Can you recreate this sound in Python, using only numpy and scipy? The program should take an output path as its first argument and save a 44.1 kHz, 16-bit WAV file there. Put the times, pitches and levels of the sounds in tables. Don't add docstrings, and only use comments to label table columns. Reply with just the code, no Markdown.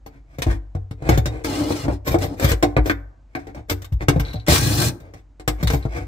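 import sys
import numpy as np
from scipy import signal
from scipy.io import wavfile
from scipy.ndimage import uniform_filter1d

SR = 44100
rng = np.random.default_rng(int(sys.argv[2]) if len(sys.argv) > 2 else 0)


def store_pcm(level_fs):
    pcm = np.round(np.clip(level_fs, -1, 1) * 32767).astype(np.int16)
    wavfile.write(sys.argv[1], SR, np.atleast_2d(pcm).T)


N = 267687

# freq_hz, level_db
THUD = [(25, -16), (55, 4), (130, 5.5), (220, -8.5), (400, -30), (1000, -77.5)]
LIGHTNESS = np.array([0, 0, .65, 1, 1])


def amp(db):
    return 10 ** (np.asarray(db) / 20)


def unit(x):
    return x / np.sqrt(np.mean(x ** 2) + 1e-20)


def read(points, hz):
    freqs, values = np.transpose(points)
    return np.interp(np.log(hz + 1), np.log(freqs + 1), values)


def add(mix, start_s, sound):
    part = mix[:, max(round(start_s * SR), 0):][:, :sound.shape[1]]
    part += sound[:, :part.shape[1]]


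def drift(length, hz):
    knots = rng.standard_normal(8192)
    return unit(np.interp(np.arange(length) * hz / SR, np.arange(len(knots)), knots))


def colour(spectrum, size=4096):
    log_gain = np.log(amp(read(spectrum, abs(np.fft.fftfreq(size, 1 / SR)))))
    click = np.fft.ifft(np.exp(np.conj(signal.hilbert(log_gain)))).real[:size // 2]
    return click / np.linalg.norm(click)


def convolve(x, response):
    return signal.fftconvolve(np.atleast_2d(x), response, axes=1)


def room_tone(air_db=-54.5, width=0.28, hum_hz=48.6, hum_db=-47.5):
    # freq_hz, level_db
    bed = [(12, -33.5), (20, -5.5), (70, -3.5), (127, -10), (204, -21.5), (301, -14.5), (377, -27),
           (660, -28.5), (1290, -35), (3340, -46), (7310, -49), (10200, -65), (16000, -74.5)]
    noise = rng.standard_normal((3, N))
    centre, left, right = signal.fftconvolve(noise, colour(bed)[None], "same", axes=1)
    hum = np.sqrt(2) * np.sin(2 * np.pi * hum_hz * np.arange(N) / SR) * amp(drift(N, 1.7))
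    return amp(air_db) * unit(centre + width * np.array([left, right])) + amp(hum_db) * hum


def echoes(decays, length_s, low_hz, attack_s=0.0022):
    hz, t, bands = signal.stft(rng.standard_normal((2, int(length_s * SR))), SR, nperseg=256)
    bands = bands * amp(-60 * t / read(decays, hz)[:, None])
    tail = signal.istft(bands, SR, nperseg=256)[1]
    tail = signal.sosfilt(signal.butter(2, low_hz, "high", fs=SR, output="sos"), tail)
    tail = tail * np.minimum(np.arange(tail.shape[1]) / (attack_s * SR), 1)
    return tail / np.linalg.norm(tail, axis=1, keepdims=True)


def room_tail(sound, wet_db=-19):
    # freq_hz, t60_s
    decays = [(300, 0.46), (800, 0.71), (1500, 0.51), (2500, 0.28), (5000, 0.27), (14000, 0.31)]
    return amp(wet_db) * convolve(sound, echoes(decays, length_s=.6, low_hz=350))[:, :N]


def boxed(sound, wet_db, left_db, low_hz=420):
    # freq_hz, t60_s
    decays = [(400, 0.086), (1500, 0.08), (4000, 0.071), (14000, 0.047)]
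    walls = amp(wet_db) * echoes(decays, .12, low_hz)
    walls[[0, 1], [0, 12]] += 1
    out = convolve(sound, walls)
    return out / np.linalg.norm(out, axis=1, keepdims=True) * amp([[left_db / 2], [-left_db / 2]])


def body(modes, dead_spectrum, dead_db, spot_db, detune):
    longest_s = max(t60_s for *_, t60_s in modes)
    t = np.arange(max(int(longest_s * SR), 4096)) / SR
    ring = np.zeros(len(t))
    for k, (hz, db, t60_s) in enumerate(modes):
        spot, pressure = rng.standard_normal(2)
        mode = np.sin(2 * np.pi * hz * (1 + detune * pressure) * t)
        ring += (-1) ** k * amp(db + spot_db * spot - 60 * t / t60_s) * mode
    ring = ring / np.linalg.norm(ring)
    click = colour(dead_spectrum)
    ring[:len(click)] += amp(dead_db) * click
    return ring


def contact_spot():
    # pitch_hz, level_db, t60_s
    panel = [(53.65, -5, 0.62), (62.3, -1, 0.54), (96.6, 3, 0.56), (106.6, -4, 0.27), (131, 3, 0.1),
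             (181, -4.5, 0.11)]
    boards = [(236.8, -2.5, 0.07), (291.6, -0.5, 0.27), (351.8, -1.5, 0.17), (435.2, -9.5, 0.25),
              (485, 1.5, 0.033), (554, -17, 0.08), (575, -6, 0.069), (739, -2.5, 0.1), (770, -4.5, 0.058)]
    rail = [(905, 24, 0.022), (1093, 3.5, 0.11), (1412, 12, 0.13), (1505, 22.5, 0.046), (1958, -18, 0.02),
            (2116, -13.5, 0.21), (2270, 2, 0.019)]
    bracket = [(3700, 11.5, 0.067), (4330, -10, 0.036), (4980, -5, .045), (4910, 4, 0.025),
               (7820, 3.5, 0.065), (8650, -15, .04)]
    bit = [(13200, -19, .08), (13700, -6.5, .04), (13360, 14, 0.046), (15100, -11, .04)]
    # freq_hz, level_db
    clack = [(100, -53.5), (220, 2), (700, -6), (950, -14.5), (1600, -28), (6000, -71.5)]
    clank = [(400, -38.5), (900, -2), (2300, 2.5), (2900, -17), (4500, -17.5), (12000, -65)]
    click = [(1200, 1.5), (2700, 0), (4200, 2), (6500, -0.5), (9200, -4), (10500, -11), (15500, -7)]
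    tink = [(10500, -59.5), (12300, -8), (13100, 2), (14200, 5.5), (14800, -22), (16000, -38)]
    return [
        boxed(body(panel, THUD, dead_db=-3.5, spot_db=8, detune=.022), wet_db=2.5, left_db=1.5),
        boxed(body(boards, clack, dead_db=-1, spot_db=2.5, detune=.023),
              wet_db=1, left_db=2, low_hz=504),
        boxed(body(rail, clank, dead_db=14, spot_db=-1, detune=.0076), wet_db=-4.5, left_db=.4),
        boxed(body(bracket, click, dead_db=14, spot_db=4, detune=.017), wet_db=12.5, left_db=2),
        boxed(body(bit, tink, dead_db=1, spot_db=6, detune=.01), wet_db=18, left_db=4)]


def struck(force, part, level_db):
    sound = convolve(force, part)
    peak_power = uniform_filter1d((sound ** 2).mean(0), size=350).max()
    return amp(level_db) * sound / np.sqrt(peak_power + 1e-20)


def slips(t, per_s, spread_db):
    chance, size, sign = rng.random((3, SR))[:, :len(t)]
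    return (chance < per_s / SR) * amp(spread_db * size) * np.sign(sign - .5)


def sliding(swell_s, swell_db=13):
    t = np.arange(-2 * swell_s, 2 * swell_s, 1 / SR)
    return slips(t, per_s=2600, spread_db=21) * amp(-swell_db * abs(t / swell_s) ** 1.19)


def scrapes(spots, strokes, share_db, lead_s=.004):
    out = np.zeros((2, N))
    for peak_s, swell_s, strength_db, hardness_db in strokes:
        force = sliding(swell_s)
        levels_db = strength_db + np.array(share_db) + hardness_db * LIGHTNESS
        parts = spots[rng.integers(len(spots))]
        for part, db in zip(parts, levels_db):
            add(out, peak_s - 2 * swell_s - lead_s, struck(force, part, db))
    return out


def knocks(spots, hits, share_db, skid_db, chatter=0.49, settle_s=0.0065, skid_s=.013, dull_db=-7.5):
    bearing = np.array([1, 0, 0, 0, 0])
    out, t = np.zeros((2, N)), np.arange(1024) / SR
    blow = 1. 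* (t == 0)
    for start_s, strength_db, hardness_db, weight_db in hits:
        levels_db = strength_db + np.array(share_db) + hardness_db * LIGHTNESS + weight_db * bearing
        skid = sliding(skid_s)[round(skid_s * SR):]
        rattle = slips(t, per_s=1700, spread_db=12.5) * np.exp(-t / settle_s)
        rattle = rattle / (np.linalg.norm(rattle) + 1e-9)
        parts = spots[rng.integers(len(spots))]
        for k, (part, db) in enumerate(zip(parts, levels_db)):
            add(out, start_s, struck(blow + chatter * np.sqrt(k) * rattle, part, db))
            add(out, start_s, struck(skid, part, db + skid_db + dull_db * LIGHTNESS[k]))
    return out


def cabinet_shoves():
    # pitch_hz, level_db, t60_s
    modes = [(49.9, -1, 0.6), (63.7, 1, 0.34), (92.9, -1.5, 0.23)]
    # start_s, level_db
    shoves = [(0.463, -11), (2.767, -15), (3.921, -14.5), (5.739, -27.5)]
    out = np.zeros((2, N))
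    carcass = boxed(body(modes, THUD, dead_db=-18, spot_db=0, detune=0), wet_db=-2.5, left_db=1.5)
    for start_s, level_db in shoves:
        add(out, start_s, struck(np.ones(1), carcass, level_db))
    return out


def tool_rubs(spots):
    # peak_s, swell_s, strength_db, hardness_db
    strokes = [(0.147, 0.05, -52.5, -4), (0.348, 0.059, -55, 5), (0.514, 0.034, -31.5, 4.5),
               (1.077, 0.048, -30.5, -5), (1.129, 0.04, -25.5, 1), (1.347, 0.11, -34, -8),
               (1.856, .018, -29, -9), (1.91, 0.016, -29, -11), (2.695, 0.11, -47, -10.5),
               (3.402, 0.056, -44, 1), (3.498, 0.024, -44, -5), (3.581, 0.035, -40.5, -3.5),
               (4.026, .016, -34, 1.5), (4.134, .025, -31, -14), (4.269, 0.13, -42, 5),
               (5.054, 0.087, -48, -6.5), (5.179, 0.03, -59.5, 11), (5.615, 0.027, -39.5, 4.5),
               (5.829, 0.038, -48.5, 7.5), (5.969, 0.06, -31.5, 2)]
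    # panel_db, boards_db, rail_db, bracket_db, bit_db
    share_db = (6.5, 2.5, -3, -12, -47.5)
    return scrapes(spots, strokes, share_db)


def tool_bumps(spots):
    # start_s, strength_db, hardness_db, weight_db
    hits = [(0.466, -20, -2, -5), (0.75, -30.5, 0, 5.5), (0.91, -37.5, 13, 7), (1.022, -30, -1, -2),
            (1.603, -27.5, -7, -7), (1.705, -18, -3, -9.5), (1.881, -18.5, -4.5, -4.5),
            (2.112, -34.5, -2, 11), (2.143, -11.5, -3, -11), (2.632, -9.5, 0, -19),
            (4.161, -20.5, -6.5, 2.5), (4.343, -32.5, -11.5, 3), (5.852, -23.5, -5.5, 1.5)]
    # panel_db, boards_db, rail_db, bracket_db, bit_db
    share_db = (6.5, 0.5, -15, -20.5, -47)
    return knocks(spots, hits, share_db, skid_db=-10)


def bracket_clacks(spots):
    # start_s, strength_db, hardness_db, weight_db
    hits = [(0.42, -27.5, 13, -7), (1.257, -26, 7.5, 5.5), (1.445, -24.5, 5.5, -1.5), (2.516, -20.5, 6, 5),
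            (2.626, -17.5, 3.5, -6.5), (3.469, -34.5, -8, -14), (3.547, -36.5, -3.5, -20),
            (4.084, -11.5, 2.5, 1.5), (4.521, -16, 2.5, 4), (5.137, -40.5, 0, -3.5), (5.397, -38.5, 0, -3),
            (5.672, -34, 18, -16), (5.701, -21.5, 4, 2)]
    # panel_db, boards_db, rail_db, bracket_db, bit_db
    share_db = (0, -0.5, -5, -8.5, -31)
    return knocks(spots, hits, share_db, skid_db=-6)


def rail_slaps(spots):
    # start_s, strength_db, hardness_db, weight_db
    hits = [(2.766, -12, -10.5, 4), (2.897, -18.5, 4.5, -5.5), (3.351, -25.5, -1, -7),
            (4.008, -30, -5.5, -9)]
    # panel_db, boards_db, rail_db, bracket_db, bit_db
    share_db = (-3, 0.5, 2, -15.5, -28)
    return knocks(spots, hits, share_db, skid_db=-6)


def bit_taps(spots):
    # start_s, strength_db, hardness_db, weight_db
    hits = [(0.062, -36, -8, -7), (0.385, -27.5, -9.5, 1), (1.09, -11.5, -8.5, -1), (1.175, -20, -5.5, 5),
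            (2.185, -35, -0.5, 10), (2.397, -25, -2.5, -11), (2.444, -19.5, -0.5, 9),
            (2.858, -20, -11.5, -16), (3.697, -30, 10.5, -21), (3.819, -51.5, 12, 8), (3.844, -47, 9, -14),
            (3.923, -46, 1, 22), (4.197, -27.5, 1.5, 9), (4.331, -45.5, 6, 10.5), (4.482, -15.5, -2, 0.5),
            (5.001, -52, 1, 9), (5.477, -18.5, 0.5, 1), (5.628, -27, -1, 11), (5.735, -21, -8.5, 6.5)]
    # panel_db, boards_db, rail_db, bracket_db, bit_db
    share_db = (2, -0.5, -2, -2.5, -11)
    return knocks(spots, hits, share_db, skid_db=-8)


def bit_scratches(spots):
    # peak_s, swell_s, strength_db, hardness_db
    strokes = [(2.082, 0.017, -23, 1.5), (2.122, 0.025, -27.5, 0.5), (2.24, .028, -25.5, -5),
               (2.437, 0.033, -22.5, 0), (2.497, .026, -25, 4.5), (2.878, .025, -27, -4.5),
               (3.716, .014, -24, -2.5), (5.738, .038, -31, 1.5)]
    # panel_db, boards_db, rail_db, bracket_db, bit_db
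    share_db = (2.5, 1.5, -5, -5.5, -10)
    return scrapes(spots, strokes, share_db)


def bit_chafes(pitch_hz=4020, t60_s=.014, fade_s=0.0097):
    # start_s, level_db
    squeaks = [(4.249, -38), (4.281, -40), (4.31, -42), (4.332, -39.5), (4.356, -42.5), (4.398, -43.5),
               (5.673, -30), (5.826, -44)]
    out, t = np.zeros((2, N)), np.arange(2048) / SR
    ring = amp(-60 * t / t60_s) * np.sin(2 * np.pi * pitch_hz * t)
    bit = boxed(ring, wet_db=-3.5, left_db=4)
    for start_s, level_db in squeaks:
        force = slips(t, per_s=2800, spread_db=3.5) * np.exp(-t / fade_s)
        add(out, start_s, struck(force, bit, level_db))
    return out


def gear_hiss(noise, turns, brightness, throb=0.9, grit_db=2.5, dull_hz=5500):
    grind = noise * (1 + throb * np.cos(2 * np.pi * turns)) * amp(grit_db * drift(len(turns), 700))
    soft = signal.lfilter(*signal.butter(1, dull_hz, fs=SR), grind)
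    return unit(soft + brightness * (grind - soft))


def gear_whine(turns, flutter_db=2):
    # shaft_multiple, level_db
    tones = [(6, -11), (9, -14), (15, -13), (21, -13), (31, -17)]
    return sum(amp(db + flutter_db * drift(len(turns), 43)) * np.sqrt(2) * np.sin(2 * np.pi * k * turns)
               for k, db in tones)


def board_hum(turns, speed_hz, flutter_db=3):
    # freq_hz, gain_db
    mount = [(140, -14), (230, -13), (293, 10), (360, -0.5), (460, -10.5), (620, -22), (750, -24),
             (1000, -34.5)]
    hum = np.zeros(len(turns))
    for k in range(1, 7):
        level_db = read(mount, k * speed_hz) + flutter_db * drift(len(turns), 45)
        hum += amp(level_db) * np.sin(2 * np.pi * k * turns)
    return unit(hum)


def shake_db(speed_hz, best_hz, peak_db, db_per_octave):
    return peak_db - db_per_octave * abs(np.log2(speed_hz / best_hz))


def driver(parts, waver=0.018, fast_hz=260, whine_cap_db=-29, low_cut_hz=86, hum_gain=1.5,
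           usual_load_db=-30, load_share=0.4):
    # time_s, speed_hz, load_db, grip_db
    pulls = [
        [(1.44, 155, -36.5, 2.5), (1.54, 130, -35.5, 3), (1.605, 155, -35.5, 2), (1.64, 134, -38, 4),
         (1.71, 160, -36, 1.5), (1.78, 146, -37.5, -2), (1.84, 131, -39.5, -3), (1.875, 154, -57, 8.5),
         (1.94, 125, -48, 4), (1.98, 140, -73, -9)],
        [(2.19, 117, -55, -12), (2.22, 134, -30, 3), (2.26, 177, -49, -11), (2.295, 150, -54.5, 2.5),
         (2.34, 137, -55, 3), (2.38, 88, -66, -2)],
        [(4.465, 84, -31.5, 0), (4.5, 170, -15, 0), (4.555, 236, -17.5, 1.5), (4.595, 263, -25, 0.5),
         (4.68, 281, -27, 3.5), (4.77, 293, -27.5, 2), (4.82, 260, -22, 5.5), (4.885, 290, -26.5, 0.5),
         (4.925, 148, -63.5, 2), (4.99, 45, -75.5, 1.5)],
    ]
    # freq_hz, level_db
    gears = [(410, -23.5), (700, -23), (1120, -8.5), (1180, -9), (1680, -7), (1920, -8.5), (2730, -11),
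             (4100, -7), (7790, -9), (9230, -7), (10400, -18), (14000, -10), (16000, -16)]
    out = np.zeros((2, N))
    housing = boxed(colour(gears), wet_db=5, left_db=2.5)
    air = boxed(np.ones(1), wet_db=4, left_db=-1.5)
    for pull in pulls:
        times, *curves = np.transpose(pull)
        t = np.arange(times[0], times[-1], 1 / SR)
        speed_hz, load_db, grip_db = (np.interp(t, times, curve) for curve in curves)
        turns = np.cumsum(speed_hz * (1 + waver * drift(len(t), 200))) / SR
        brightness = np.clip(speed_hz / fast_hz, 0, 1) ** 2
        grind, rumble = rng.standard_normal((2, N))[:, :len(t)]

        hiss = amp(load_db) * gear_hiss(grind, turns, brightness)
        add(out, t[0], convolve(hiss, housing))
        whine = amp(np.minimum(load_db, whine_cap_db)) * gear_whine(turns)
        add(out, t[0], convolve(whine, air))

        hum = hum_gain * (1 - .5 * brightness) * board_hum(turns, speed_hz)
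        rumble = signal.sosfilt(signal.butter(4, low_cut_hz, "high", fs=SR, output="sos"), rumble)
        panel, boards = (unit(convolve(rumble, part)[:, :len(t)]) for part in parts[:2])
        panel_db = shake_db(speed_hz, best_hz=300, peak_db=-21.5, db_per_octave=13)
        boards_db = shake_db(speed_hz, best_hz=152, peak_db=-25, db_per_octave=6.5)
        boards_db += load_share * (load_db - usual_load_db)
        shake = amp(panel_db) * panel + amp(boards_db) * unit(boards + hum)
        add(out, t[0], amp(grip_db) * shake * signal.windows.tukey(len(t), .05))
    return out


def scene():
    spots = [contact_spot() for _ in range(12)]
    blows = tool_bumps(spots) + bracket_clacks(spots) + rail_slaps(spots) + bit_taps(spots)
    slides = tool_rubs(spots) + bit_scratches(spots)
    near = blows + slides + cabinet_shoves() + bit_chafes() + driver(spots[0])
    return near + room_tail(near) + room_tone()


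def record(dry, low_cut_hz=36, ceiling=.95, high_cut_hz=15650):
    thin = signal.sosfilt(signal.butter(2, low_cut_hz, "high", fs=SR, output="sos"), dry)
    rounded = thin / (1 + (thin / ceiling) ** 6) ** (1 / 6)
    high_cut = signal.firwin(255, high_cut_hz, window=("kaiser", 8), fs=SR)
    return signal.oaconvolve(rounded, high_cut[None], "same")


dry = scene()
out = record(dry)
store_pcm(out)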